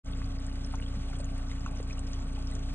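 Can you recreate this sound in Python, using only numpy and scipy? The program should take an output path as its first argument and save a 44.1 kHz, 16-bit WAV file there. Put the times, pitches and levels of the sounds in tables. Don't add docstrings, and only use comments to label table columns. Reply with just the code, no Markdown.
import sys
import numpy as np
from scipy import signal
from scipy.fft import rfft, irfft
from scipy.io import wavfile
from scipy.ndimage import uniform_filter1d

SR = 44100
rng = np.random.default_rng(int(sys.argv[2]) if len(sys.argv) > 2 else 0)


def dump(signal):
    limited = np.clip(np.atleast_2d(signal).T, -1, 1)
    pcm = np.round(limited * 32767).astype(np.int16)
    wavfile.write(sys.argv[1], SR, pcm)


def attenuation_scalar(level_db):
    decades = np.asarray(level_db, float) / 20
    return 10 ** decades


N = 120834

# pitch_hz, level_db (per Hz)
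RUMBLE_SPECTRUM = [(30, -2), (100, 2), (200, -3), (270, -8), (330, -15.5), (700, -14.5), (900, -23.5),
                   (1300, -23)]
# pitch_hz, likeness (0 to 1)
RUMBLE_LIKENESS = [(40, .99997), (120, .975), (260, .88), (540, .82), (1100, .1), (2000, .05)]
# pitch_hz, level_db (per Hz)
HISS_SPECTRUM = [(900, -7), (1700, -3), (3000, 1.5), (4200, -2), (5200, -1), (6500, -5.5), (7500, -8.5),
                 (9500, -8.5)]
# start_s, level_db, pitch_hz
BURSTING_BUBBLES = [(.216, -41.5, 1160), (.2175, -40, 1980), (.737, -40, 736), (.740, -34.5, 1010),
                    (.744, -42, 820), (.743, -40, 1390), (.7365, -37, 1240), (.746, -43, 3160),
                    (.94, -47, 516), (1.132, -38, 1440), (1.198, -37, 590), (1.2035, -42, 590),
                    (1.6615, -32, 1370), (1.662, -34, 1040), (1.678, -42.5, 1010), (1.691, -44, 1480),
                    (1.8, -34.5, 488), (1.805, -44, 483), (1.972, -42.5, 1260), (2.377, -41, 785),
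                    (.815, -37, 194), (.96, -32, 197), (.235, -35.5, 98), (.3, -36, 97), (.955, -35, 100),
                    (1.37, -59, 111)]
# start_s, level_db, pitch_hz
FIZZ_BUBBLES = [(0.124, -48.5, 4310), (0.133, -44, 3590), (0.303, -54, 1950), (0.243, -44.5, 4560),
                (0.386, -45.5, 4900), (0.514, -50.5, 2870), (0.556, -47, 4800), (0.647, -37.5, 5300),
                (0.745, -60, 3630), (0.824, -40.5, 2790), (0.862, -43, 3270), (0.884, -49.5, 4760),
                (1.155, -47.5, 3370), (1.202, -45.5, 4310), (1.514, -46.5, 3840), (1.5145, -45, 2046),
                (1.607, -48, 5000), (1.662, -45.5, 2600), (1.771, -49, 5400), (1.829, -51, 4800),
                (1.908, -41, 2430), (1.928, -45, 5550), (2.072, -46.5, 5190), (2.132, -45, 4600),
                (2.133, -43, 5600), (2.36, -48.5, 3030), (2.424, -51, 4820), (2.472, -39.5, 5230),
                (2.522, -45.5, 3930), (2.553, -45, 5510), (0.483, -53, 1820), (0.957, -55, 2350),
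                (1.097, -58, 2600), (1.127, -50.5, 2080), (1.497, -62, 2100), (1.553, -54, 2020),
                (1.687, -54, 2360), (1.74, -60, 2540), (1.799, -59, 1930), (1.846, -62, 1920),
                (1.981, -47.5, 2800), (2.03, -62, 2340), (2.097, -59, 2240), (2.215, -62, 2230),
                (2.276, -60, 1930), (2.521, -50, 1920), (0.362, -51, 4640), (0.526, -50.5, 4600),
                (0.98, -55, 4200), (2.35, -47, 4700)]
# start_s, level_db, pitch_hz
TICKING_BUBBLES = [(0.06, -50.5, 6130), (0.464, -60, 9100), (0.636, -60, 5940), (0.663, -46.5, 9700),
                   (0.724, -54, 9100), (0.755, -45.5, 6170), (1.098, -53, 8130), (1.166, -52, 8400),
                   (1.187, -48.5, 8230), (1.201, -46, 10150), (1.202, -54, 8690), (1.21, -51, 8040),
                   (1.244, -45.5, 6670), (1.254, -52.5, 9200), (1.379, -49, 8880), (1.484, -49.5, 5750),
                   (1.595, -52, 6970), (1.661, -48, 6550), (1.772, -47.5, 5840), (1.828, -49.5, 7200),
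                   (1.876, -57, 8600), (1.928, -50, 5830), (1.993, -51.5, 8340), (2.132, -45.5, 6280),
                   (2.331, -54, 8500), (2.471, -53, 5900), (2.513, -48.5, 8200), (2.549, -54, 8550),
                   (2.551, -49, 6930), (2.552, -49.5, 6180), (0.1137, -57.5, 8860), (0.1486, -62, 7100),
                   (0.1715, -54, 7750), (0.399, -57.5, 8570), (0.4973, -58, 9500), (0.5282, -58, 8440),
                   (0.7861, -56, 6800), (0.8041, -54.5, 8970), (0.8864, -57, 8600), (1.505, -53.5, 9700),
                   (1.514, -53, 7100), (1.5334, -56, 6940), (1.7574, -56, 6500), (1.8083, -57.5, 9140),
                   (1.9006, -59, 7060), (1.9749, -57, 8540), (2.0677, -55, 6630), (2.1021, -64, 9160),
                   (2.1181, -59.5, 8170), (2.1989, -53.5, 6740), (2.2224, -54, 7170), (2.2413, -58, 7960),
                   (2.2753, -58, 8400), (2.39, -57, 7700), (2.5367, -52, 8500), (2.592, -54, 6510),
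                   (2.6529, -66, 9300), (2.325, -55, 6200), (1.128, -60, 6900)]
# start_s, level_db
FILM_SNAPS = [(.047, -30), (0.398, -40.5), (0.466, -31), (.7244, -44), (1.3794, -38), (1.712, -37.5),
              (1.993, -28), (2.1182, -50), (2.242, -48), (2.3901, -45)]
# start_s, level_db, pitch_hz
HOLLOW_POPS = [(.2172, -36, 1500), (0.8, -31.5, 2000), (.7552, -37.5, 4700), (0.65, -41, 3400),
               (.8245, -36, 2510), (1.1, -37, 810), (1.5142, -35, 2900), (1.8005, -34.5, 660),
               (2.1324, -39, 4600), (2.4718, -45, 4600), (.5555, -41.5, 5000), (1.907, -39, 2600),
               (0.84, -42, 2700), (1.09, -42.5, 5000), (2.0715, -43, 5100), (2.4235, -44, 4900),
               (2.335, -43, 5200), (1.9, -41, 1900)]
# start_s, level_db, pitch_hz
SINGING_BUBBLES = [
    (.644, -41, 6000),
    (.784, -47, 2200),
    (1.578, -49, 2900),
    (.817, -47, 2950),
    (.829, -47.5, 3600),
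    (.222, -49, 2550),
    (0.068, -49, 2200),
]
# pitch_hz, level_db
COMB_SPECTRUM = [(330, -1.5), (750, -14), (870, -9), (1000, -11), (1150, -0.5), (1520, 4), (1620, -5),
                 (1950, -5)]
# pitch_hz, level_db (rms)
CASING_BUZZ = [(420, -66), (630, -65.5), (690, -69), (840, -66.5), (870, -71.5), (900, -68), (1050, -71.5),
               (1110, -65.5), (1140, -70.5), (1170, -68), (1290, -64), (1470, -72), (1500, -78.5),
               (1530, -70)]
# multiple (of stroke rate), level_db
PUMP_ORDERS = [(1, 0), (2, -3.5), (3, -8.5), (4, -26.5), (5, -15.5), (6, -40.5), (7, -25.5), (8, -22),
               (9, -12), (10, -66)]

STROKE_HZ, STROKE_S = 30.0, 1 / 60


def rms_one(x):
    return x / np.sqrt(np.mean(x ** 2) + 1e-20)


def at_hz(points, hz):
    table_hz, value = np.array(points).T
    return np.interp(np.log(hz), np.log(table_hz), value)


def drift(rate_hz):
    r = np.exp(-80 * np.pi * rate_hz / SR)
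    slow = signal.lfilter([1], [1, -2 * r, r * r], rng.standard_normal(N // 40 + 2002))[2000:]
    return np.interp(np.arange(N) / 40, np.arange(len(slow)), rms_one(slow))


def delayed(x, lag_s):
    hz = np.fft.rfftfreq(N, 1 / SR)
    return irfft(rfft(x) * np.exp(-2j * np.pi * hz * lag_s), N)


def banded_noise(spectrum, likeness, patchy_db, common_db, rate_hz):
    out = 0
    together = common_db * drift(rate_hz)
    lowest, highest = spectrum[0][0], spectrum[-1][0]
    edges = lowest * 2 ** np.arange(0, np.log2(highest / lowest) + .4, 1 / 3)
    white = rng.standard_normal((2, 2, N))
    for k, (low, high) in enumerate(zip(edges, edges[1:])):
        band = signal.butter(2, [low, high], "band", fs=SR, output="sos")
        mid, side = signal.sosfilt(band, white[k % 2])
        hz = np.sqrt(low * high)
        alike = np.clip(at_hz(likeness, hz), 0, 1)
        gain = attenuation_scalar(at_hz(spectrum, hz) + together + patchy_db * drift(rate_hz))
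        out = out + gain * (np.sqrt(1 + alike) * mid + np.sqrt(1 - alike) * side * [[1], [-1]])
    return rms_one(out)


def bursts(rows, cycles, rise, lift_db):
    out = np.zeros(N + SR)
    chance = rng.uniform(1.0, 1.36, (len(rows), 2))
    for (start_s, db, hz), (long, steep) in zip(rows, chance):
        ring = cycles * long
        u = np.arange(int(4 * ring * SR / hz)) * hz / SR / ring
        bend = .5 * rise * steep
        turns = ring * ((1 - bend) * u + bend * u ** 2)
        shape = (1 - np.exp(-7 * u)) * np.exp(-u ** 2)
        i = int(start_s * SR)
        out[i:i + len(u)] += attenuation_scalar(db + lift_db) * shape * np.sin(2 * np.pi * turns)
    return out[:N]


def room_rumble():
    return attenuation_scalar(-44.5) * banded_noise(RUMBLE_SPECTRUM, RUMBLE_LIKENESS, patchy_db=1.8, common_db=.8, rate_hz=4)


def outflow_hiss():
    likeness = [(1000, .4), (3000, .78), (4600, .92), (8000, .97)]
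    return attenuation_scalar(-56) * banded_noise(HISS_SPECTRUM, likeness, patchy_db=1.0, common_db=2.2, rate_hz=25)


def random_grains():
    grains_per_s, spread_db = 420, 2.5
    draw = rng.random((int(grains_per_s * N / SR), 3))
    start_s = draw[:, 0] * N / SR
    level_db = -spread_db * np.log(draw[:, 1] + .05)
    pitch_hz = 1700 * 5.5 ** draw[:, 2]
    return bursts(np.c_[start_s, level_db, pitch_hz], cycles=5.26, rise=0.12, lift_db=-56.5)


def splash_tail(pops):
    t60_s, tail_db, unlike = .06, -8, .2
    t = np.arange(int(t60_s * SR)) / SR
    noise = rng.standard_normal(len(t)) + unlike * rng.standard_normal((2, len(t)))
    tail = attenuation_scalar(-60 * t / t60_s) * (t > .002) * noise
    tail *= attenuation_scalar(tail_db) / np.sqrt(np.sum(tail[0] ** 2))
    return signal.fftconvolve(pops[None], tail, axes=1)[:, :N]


def outflow():
    pops = random_grains()
    pops += bursts(TICKING_BUBBLES, cycles=14.3, rise=0.13, lift_db=7.5)
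    pops += bursts(BURSTING_BUBBLES, cycles=3.6, rise=.05, lift_db=0)
    pops += bursts(FIZZ_BUBBLES, cycles=8, rise=.08, lift_db=4)
    snaps = [(start_s, db, 7870) for start_s, db in FILM_SNAPS]
    pops += bursts(snaps, cycles=1.8, rise=.1, lift_db=0)
    water = pops + splash_tail(pops) + outflow_hiss()
    water[1] = delayed(water[1], .000103)
    aside = bursts(HOLLOW_POPS, cycles=1.2, rise=0.09, lift_db=-2.5)
    aside += bursts(SINGING_BUBBLES, cycles=18.0, rise=.03, lift_db=-3.5)
    return water + [aside, delayed(aside, .000065)]


def scattered_orders():
    comb_db, spread_db = -76, 3
    t, out = np.arange(N) / SR, 0
    sway = 0.0023 * drift(2.0)
    for k in range(11, 65):
        hz = k * STROKE_HZ
        db = comb_db + at_hz(COMB_SPECTRUM, hz) + spread_db * rng.standard_normal((2, 1))
        turns = hz * t + rng.random() + 0.34 * rng.standard_normal((2, 1))
        out = out + attenuation_scalar(db) * np.sin(2 * np.pi * turns + k * sway)
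    return out


def casing():
    lean_db, turn_hz, wander = 7, 1230, .3
    t, out = np.arange(N) / SR, 0
    for hz, db in CASING_BUZZ:
        lean = np.array([[0], [-lean_db]] if hz < turn_hz else [[-lean_db], [0]])
        phase = rng.uniform(0, 2 * np.pi) + rng.normal(0, 1.0, (2, 1)) + wander * drift(2.1)
        hz = round(hz / STROKE_HZ) * STROKE_HZ
        level = attenuation_scalar(db + 4 + lean + 7.2 * wander * drift(3.6))
        out = out + level * np.sin(2 * np.pi * hz * t + phase)
    return out


def pump():
    throb_db, wander = -32, .09
    heave_lag_s, knock_lead_s = .0021, .0003
    right_turn_rad = .5
    t, out = np.arange(N) / SR - STROKE_S, 0
    for k, db in PUMP_ORDERS:
        k = round(k)
        lag = heave_lag_s if k <= 2 else -knock_lead_s * 3 / k
        turn = right_turn_rad * (k / 9) ** 2 * np.array([[-.5], [.5]])
        level = attenuation_scalar(throb_db + db - 2 * turn) * (1 + wander * drift(1.8))
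        out = out + level * np.cos(2 * np.pi * k * STROKE_HZ * (t - lag) + turn)
    return out


def scene():
    return room_rumble() + outflow() + scattered_orders() + casing() + pump()


def joint_stereo(x):
    weak_db, sudden_db, sudden_hz, whole_s = -10.5, 7.6, 4300, .018
    pair = np.array([x[0] + x[1], x[0] - x[1]]) / 2
    hz, _, z = signal.stft(pair, SR, "cosine", 2048, 1024)
    band = ((hz - 10) // 345 + 1).astype(int)
    power = np.array([np.mean(abs(z[:, band == b]) ** 2, axis=1) for b in range(band[-1] + 1)])
    power = uniform_filter1d(power, size=3, axis=2)[band]
    for c in (0, 1):
        weak = power[:, c] < attenuation_scalar(2 * weak_db) * power[:, 1 - c]
        z[c] *= 1 - weak * (hz[:, None] > 3400)
    thinned = signal.istft(z, SR, "cosine", 2048, 1024)[1][:, :N]
    treble = signal.sosfilt(signal.butter(4, sudden_hz, "high", fs=SR, output="sos"), x[0])
    level = uniform_filter1d(treble ** 2, size=128)
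    usual = signal.medfilt(level[::128], 41).repeat(128)[:N]
    sudden = level > attenuation_scalar(sudden_db) ** 2 * usual
    spread = signal.fftconvolve(1. * sudden, np.hanning(int(whole_s * SR)))[128:N + 128]
    keep = np.minimum(1, spread / 8)
    mid, side = thinned + keep * (pair - thinned)
    return np.array([mid + side, mid - side])


def top_cut(x):
    return signal.sosfilt(signal.butter(12, 10700, fs=SR, output="sos"), x)


def record(dry):
    start_s, fade_s, cutoff_hz = .033, .05, 9550
    fade = np.sin(np.pi / 2 * np.clip((np.arange(N) / SR - start_s) / fade_s, 0, 1)) ** 2
    cut = signal.sosfilt(signal.ellip(8, .5, 41, cutoff_hz, fs=SR, output="sos"), dry)
    mix = joint_stereo(fade * cut)
    return top_cut(mix)


dry = scene()
out = record(dry)
dump(out)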